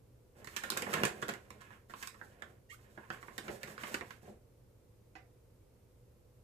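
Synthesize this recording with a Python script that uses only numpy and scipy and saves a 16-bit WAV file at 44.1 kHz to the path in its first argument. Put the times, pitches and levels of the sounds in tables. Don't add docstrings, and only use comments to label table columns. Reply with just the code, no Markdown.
import sys
import numpy as np
from scipy import signal
from scipy.fft import rfft, irfft, next_fast_len
from scipy.io import wavfile
from scipy.ndimage import map_coordinates

SR = 44100
rng = np.random.default_rng(int(sys.argv[2]) if len(sys.argv) > 2 else 0)


def file_out(sig):
    cols = np.atleast_2d(sig).T
    lim = np.clip(cols, -1, 1)
    pcm = np.round(lim * 32767).astype(np.int16)
    wavfile.write(sys.argv[1], SR, pcm)


N = 283857
TIME = np.arange(N) / SR

# freq_hz, density_db
SKIN_SPECTRUM = [(30, -21), (90, -9.5), (140, -1), (175, -5.5), (215, 3), (275, -7), (335, 1), (420, -0.5),
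                 (540, -3), (660, -8), (705, -2), (750, -5.5), (950, -15), (2000, -61.5)]
# freq_hz, density_db
FILM_SPECTRUM = [(250, -30.5), (700, -14), (880, -6.5), (1080, 1.5), (1230, -6.5), (1420, -2), (1780, -1.5),
                 (2150, -5.5), (2600, -6), (3100, -8), (4200, -16.5), (9000, -41.5)]
# freq_hz, density_db
GLUE_SPECTRUM = [(1200, -27), (2600, -3), (3800, -1.5), (5600, -2), (7700, 1.5), (9800, -3.5),
                 (14500, -4.5)]


def snaps(usual_db=-41.5, skin_give_s=.006):
    # start_s, level_db, crispness_db, thud_db, tear_s
    breaks = [(0.4455,-52.5,-2,-15,0.0023), (0.4725,-46.5,-6,-7.5,0.0023), (0.5642,-37.5,-0.5,-15.5,.008),
              (.637,-38,-7.5,-9.5,0.0034), (0.7026,-41.5,8.5,-8.5,.002), (0.7206,-41.5,-7,-3.5,0.0018),
              (0.768,-38.5,-20,-8,0.0034), (0.7732,-37,0.5,-8,.004), (0.8221,-39.5,-2.5,-3.5,0.0022),
              (.867,-42.5,-25,-2,0.0023), (0.9317,-42,-5.5,-5,.0015), (.938,-31.5,-6,-9,0.0057),
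              (1.0347,-28.5,-8,-2,0.0033), (1.0518,-35,1,-1.5,0.0049), (1.218,-50,-3,-14,0.0062),
              (1.2251,-36,-10.5,-5,0.0091), (1.2827,-48.5,1,6.5,.0026), (1.29,-36.5,-7,-6,0.0073),
              (1.3376,-46,-6.5,-18,.003), (1.5047,-50,-6,-5.5,0.0042), (1.608,-56,-5,-16,0.03),
              (1.7056,-54,-18,-12,.018), (1.8975,-54,-10,-3.5,.011), (1.9378,-44.5,-15,-14.5,0.0017),
              (2.027,-43,-3.5,-15,0.0061), (2.0733,-48,3.5,-19,.0012), (2.144,-57.5,-13,-13,.001),
              (2.2135,-45.5,-35,-14,0.0017), (2.422,-43.5,-11.5,-11.5,0.0026),
              (2.976,-49,-22.5,-1.5,0.0095), (3.033,-58,-29,-12,0.00085), (3.1028,-38.5,-14.5,-6.5,0.0031),
              (3.2282,-49.5,-17.5,-10.5,0.0034), (3.283,-49,-28,-6.5,0.0021), (3.38,-41.5,-2,-6.5,0.004),
              (3.481,-44,-10.5,-7,.008), (3.632,-43.5,-4,-7.5,0.0046), (3.676,-51.5,-8.5,-2,0.0059),
              (3.7794,-46,-12,-10.5,0.0043), (3.835,-41,-10.5,-7.5,0.0072), (3.943,-34.5,-6.5,-6.5,.003),
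              (4.01,-42,-13.5,-6,.002), (4.1068,-47.5,-9,-14.5,0.0056)]
    # freq_hz, density_db
    crack_spectrum = [(900, -21), (2400, -0.5), (3700, 3), (5900, -2), (7700, 1.5), (9600, -8),
                      (14500, -10)]
    out = np.zeros((2, N))
    thud = voice(SKIN_SPECTRUM)
    for start_s, level_db, crispness_db, thud_db, tear_s in breaks:
        force_db = level_db - usual_db
        pan_db = -9.5 + .29 * force_db
        bright_db = np.clip(crispness_db + 7, -16, 2)
        tilt_db_per_octave = .75 * max(bright_db, -10)
        crack = voice(coloured(crack_spectrum, lambda hz: tilt_db_per_octave * np.log2(hz / 4000)))
        flap = flap_spectrum(1900 * 2 ** (.016 * (crispness_db + force_db)), focus_db=7)
        body = voice(coloured(flap, lambda hz: .5 * bright_db * np.clip((hz - 1800) / 700, 0, 1)))
        ruptures = rupture_run(tear_s, first_break=1.41)
        jolt = rupture_run(tear_s + skin_give_s, first_break=.72)
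        wet_path = room_path(near_db=1.5, near_t60_s=.059, room_db=-2.5)
        dry_path = room_path(near_db=-1, near_t60_s=.043, room_db=-3.5)
        layers = ((jolt, thud, wet_path, thud_db, .25),
                  (ruptures, body, wet_path, .3, .8),
                  (ruptures, crack, dry_path, crispness_db + .4, .6))
        for drive, ring, path, layer_db, shade in layers:
            add(out, start_s, amp(level_db + layer_db) * pan(shade * pan_db) * excite(drive, ring, path))
    return out


def rupture_run(length_s, first_break, size=2048):
    t = np.arange(size) / SR
    ruptures = rng.standard_normal(size) ** 3 * (rng.random(size) < .12)
    ruptures *= np.exp(-2 * t / length_s)
    ruptures /= np.linalg.norm(ruptures) + 1e-9
    ruptures[0] += first_break * np.exp(-length_s / .016)
    return ruptures[None]


def flap_spectrum(pitch_hz, focus_db):
    return coloured(FILM_SPECTRUM, lambda hz: -focus_db * min(np.log2(hz / pitch_hz) ** 2, 2))


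def peeling():
    # start_s, length_s, effort_db, rub_db, tear_db
    pulls = [(0.343,.08,-60.5,1.5,-5.5), (.43,0.12,-57.5,-4.5,-0.5), (0.566,.12,-50,-8,-9),
             (0.699,.13,-46.5,-4.5,-9), (0.851,.18,-37.5,-3.5,-13), (1.04,0.17,-54.5,0.5,-6.5),
             (1.2,0.13,-52,-1.5,-13), (1.382,.2,-62.5,-1,-8.5), (1.588,0.14,-57.5,-8,-11),
             (1.878,0.067,-59,-5.5,-6), (1.94,0.096,-53,-14,-3), (2.108,.15,-65.5,0.5,-3),
             (2.268,0.23,-64,1,-12.5), (2.762,0.4,-64,-2.5,-7), (3.102,0.044,-50,-8,-8),
             (3.18,0.183,-61,-0.5,-4), (3.418,.11,-51.5,2,-6), (3.586,.13,-53.5,-1.5,-3),
             (3.769,0.15,-46,-8,-6), (3.978,.15,-61.5,-2.5,-3), (4.203,0.059,-58,1.5,-6.5)]
    efforts = np.zeros((3, N))
    for start_s, length_s, effort_db, rub_db, tear_db in pulls:
        peaks = amp(effort_db) * amp([[rub_db], [0], [tear_db]])
        efforts = np.maximum(efforts, peaks * pull(start_s, length_s))
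    rubbing, crinkling, tearing = efforts
    flap = flap_spectrum(1600, focus_db=5)
    rub = crackle(amp(1) * rubbing, SKIN_SPECTRUM, per_s=900, spread_db=2.5, clump_db=.5, pan_db=-3)
    crinkle = crackle(amp(-4) * crinkling, flap, per_s=1100, spread_db=3.5, clump_db=3, pan_db=-6)
    tear = crackle(amp(-1) * tearing, GLUE_SPECTRUM, per_s=3000, spread_db=1.5, clump_db=3, pan_db=-5.5)
    return rub + crinkle + tear


def pull(start_s, length_s, grip_s=.027, swell_db=4.5, release_db_per_s=220.5):
    t = TIME - start_s
    grip = np.clip(t / grip_s, 0, 1)
    return grip * amp(np.minimum(swell_db * (t / length_s - 1), release_db_per_s * (length_s - t)))


def crackle(effort, spectrum, per_s, spread_db, clump_db, pan_db, spots=3):
    out = np.zeros((2, N))
    strength = effort * amp(clump_db * wobble(45))
    for _ in range(spots):
        sizes = amp(spread_db * np.minimum(rng.standard_exponential(N), 4))
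        signs = rng.choice([-1, 1], N)
        grains = unit(sizes * signs * (rng.random(N) < per_s / spots / SR))
        ring = signal.fftconvolve(room_path(), voice(spectrum), axes=1)
        ring /= np.linalg.norm(ring, axis=1, keepdims=True)
        out += signal.fftconvolve((strength * grains)[None], ring, axes=1)[:, :N]
    return out * pan(pan_db) / np.sqrt(spots)


def squeak():
    # time_s, pitch_hz, level_db
    main_glide = [(2.69, 950, -73), (2.702, 940, -49.5), (2.713, 1100, -53), (2.723, 1052, -52),
                  (2.731, 1066, -65), (2.741, 1115, -69), (2.756, 1060, -82)]
    # multiple, level_db
    harmonics = [(1, -23), (2, 2.5), (3, -7), (4, -16), (5, -17), (6, -14), (7, -11), (8, -22)]
    # time_s, pitch_hz, level_db
    slip_glide = [(2.718, 1136, -75), (2.729, 1190, -55.5), (2.739, 1290, -61), (2.747, 1490, -58.5),
                  (2.757, 1480, -80)]
    chirps = chirp(main_glide, harmonics, jitter=.028, rasp_db=-11)
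    chirps += chirp(slip_glide, [(1, 0)], jitter=.0255, rasp_db=-1)
    path = room_path(room_db=-4)
    heard = signal.fftconvolve(chirps[None], path / np.linalg.norm(path[0]), axes=1)
    return heard[:, :N] * pan(-6)


def chirp(glide, harmonics, jitter, rasp_db):
    times_s, *columns = np.transpose(glide)
    pitch_hz, level_db = [np.interp(TIME, times_s, column) for column in columns]
    phase = 2 * np.pi * np.cumsum(pitch_hz * (1 + jitter * wobble(700))) / SR
    slips = sum(amp(db) * np.sin(multiple * phase) for multiple, db in harmonics)
    puffs = rng.standard_normal(N) * (1 + np.cos(phase))
    rasp = filtered(puffs, lambda hz: amp(along(GLUE_SPECTRUM, hz)))
    sounding = (TIME > times_s[0]) & (TIME < times_s[-1])
    return (unit(slips) + amp(rasp_db) * unit(rasp)) * amp(level_db) * sounding


def bumps():
    # start_s, level_db, length_s
    shifts = [(3.49,-41.5,.016), (4.28,-50.5,.017)]
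    out = np.zeros((2, N))
    for start_s, level_db, length_s in shifts:
        path = room_path(near_db=1.5, near_t60_s=.06, room_db=-2)
        thud = excite(rupture_run(length_s, first_break=1.6), voice(SKIN_SPECTRUM), path)
        add(out, start_s, amp(level_db) * pan(-2) * thud)
    return out


def tap(start_s=5.1535, level_db=-51.5, rattle_t60_s=.1, size=2048):
    # freq_hz, density_db
    tap_spectrum = [(80, -19), (200, -1.5), (330, -0.5), (560, -6), (760, 4), (1050, -11), (1450, 1),
                    (1900, -1), (2450, -0.5), (3200, -15.5), (5500, -17.5), (8000, -29), (14000, -44)]
    contact = rng.standard_normal(size) * amp(-60 * np.arange(size) / SR / rattle_t60_s)
    contact[0] += 7
    knock = signal.fftconvolve(voice(tap_spectrum), contact[None])
    heard = signal.fftconvolve(room_path(near_t60_s=.07, room_db=-1), knock, axes=1)
    attack_rms = np.std(heard[:, :1100])
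    out = np.zeros((2, N))
    add(out, start_s, amp(level_db) * pan(-6.5) * heard / attack_rms)
    return out


def room_tone(air_db=-63.5, drift_rad=.62):
    # freq_hz, density_db
    air_spectrum = [(12, -43), (20, -15.5), (43, -7), (75, -4.5), (123, -4), (145, -12.5), (232, -16.5),
                    (342, -17), (489, -13.5), (719, -27), (947, -28), (1790, -36.5), (2110, -35.5),
                    (3270, -39.5), (14500, -39.5)]
    # pitch_hz, level_db
    hum_tones = [(91.5, -84), (119, -71), (495, -80.5)]
    air = unit(filtered(diffuse_noise(N), lambda hz: amp(along(air_spectrum, hz))))
    hum = sum(amp(db) * np.sqrt(2) * np.sin(2 * np.pi * hz * TIME + drift_rad * wobble(5))
              for hz, db in hum_tones)
    return (amp(air_db) * air + hum) * pan(-1.2)


def room_path(near_db=0, near_t60_s=.093, room_db=0, lag_samples=13, size=SR // 3):
    # freq_hz, t60_s
    decay_times = [(150, 0.21), (400, 0.35), (1040, 0.28), (2760, 0.23), (7280, 0.22), (14000, .2)]
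    t = np.arange(size) / SR
    hz, frames_s, bands = signal.stft(diffuse_noise(size), SR, nperseg=256)
    bands *= amp(-60 * frames_s / along(decay_times, hz)[:, None])
    tail = signal.istft(bands, SR, nperseg=256)[1][:, :size]
    tail *= 1 - np.exp(-t / .0055)
    scatter = diffuse_noise(size) * amp(-60 * t / near_t60_s)
    response = amp(near_db) * scatter / np.linalg.norm(scatter[0])
    response += amp(room_db) * tail / np.linalg.norm(tail[0])
    response[1, 0] += 1
    response[0, lag_samples] += 1
    return response


def diffuse_noise(n):
    # freq_hz, coherence
    likeness = [(120, 0.91), (250, 0.84), (500, 0.39), (1000, 0.18), (4000, 0.07)]

    def mid_side_gains(hz):
        angle = np.arccos(along(likeness, hz)) / 2
        return np.array([np.cos(angle), np.sin(angle)])

    mid, side = filtered(rng.standard_normal((2, n)), mid_side_gains)
    return np.array([mid + side, mid - side])


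def voice(spectrum, size=2048):
    cepstrum = irfft(np.log(amp(along(spectrum, np.fft.rfftfreq(size, 1 / SR)))))
    cepstrum[1:size // 2] *= 2
    cepstrum[size // 2 + 1:] = 0
    return irfft(np.exp(rfft(cepstrum)))[None, :size // 2]


def excite(ruptures, ring, path, attack_samples=530):
    sound = signal.fftconvolve(path, signal.fftconvolve(ring, ruptures), axes=1)
    return sound / np.std(sound[:, :attack_samples], axis=1, keepdims=True)


def coloured(spectrum, extra_db):
    return [(hz, db + extra_db(hz)) for hz, db in spectrum]


def filtered(x, response):
    n = x.shape[-1]
    padded = next_fast_len(n + 4096)
    return irfft(rfft(x, padded) * response(np.fft.rfftfreq(padded, 1 / SR)), padded)[..., :n]


def along(points, hz):
    freqs_hz, values = np.transpose(points)
    return np.interp(np.log(hz + 1), np.log(freqs_hz + 1), values)


def wobble(knots_per_s):
    return map_coordinates(rng.standard_normal(int(N * knots_per_s / SR) + 4), [TIME * knots_per_s])


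def pan(pan_db):
    return unit(amp([[pan_db / 2], [-pan_db / 2]]))


def add(track, start_s, sound):
    part = track[:, round(start_s * SR):][:, :sound.shape[1]]
    part += sound[:, :part.shape[1]]


def amp(db):
    return 10 ** (np.asarray(db) / 20)


def unit(x):
    return x / np.sqrt(np.mean(x ** 2) + 1e-20)


def scene():
    return snaps() + bumps() + peeling() + squeak() + tap() + room_tone()


def record(dry, top_hz=14750):
    return filtered(dry, lambda hz: 1 / np.sqrt(1 + (hz / top_hz) ** 200))


dry = scene()
out = record(dry)
file_out(out)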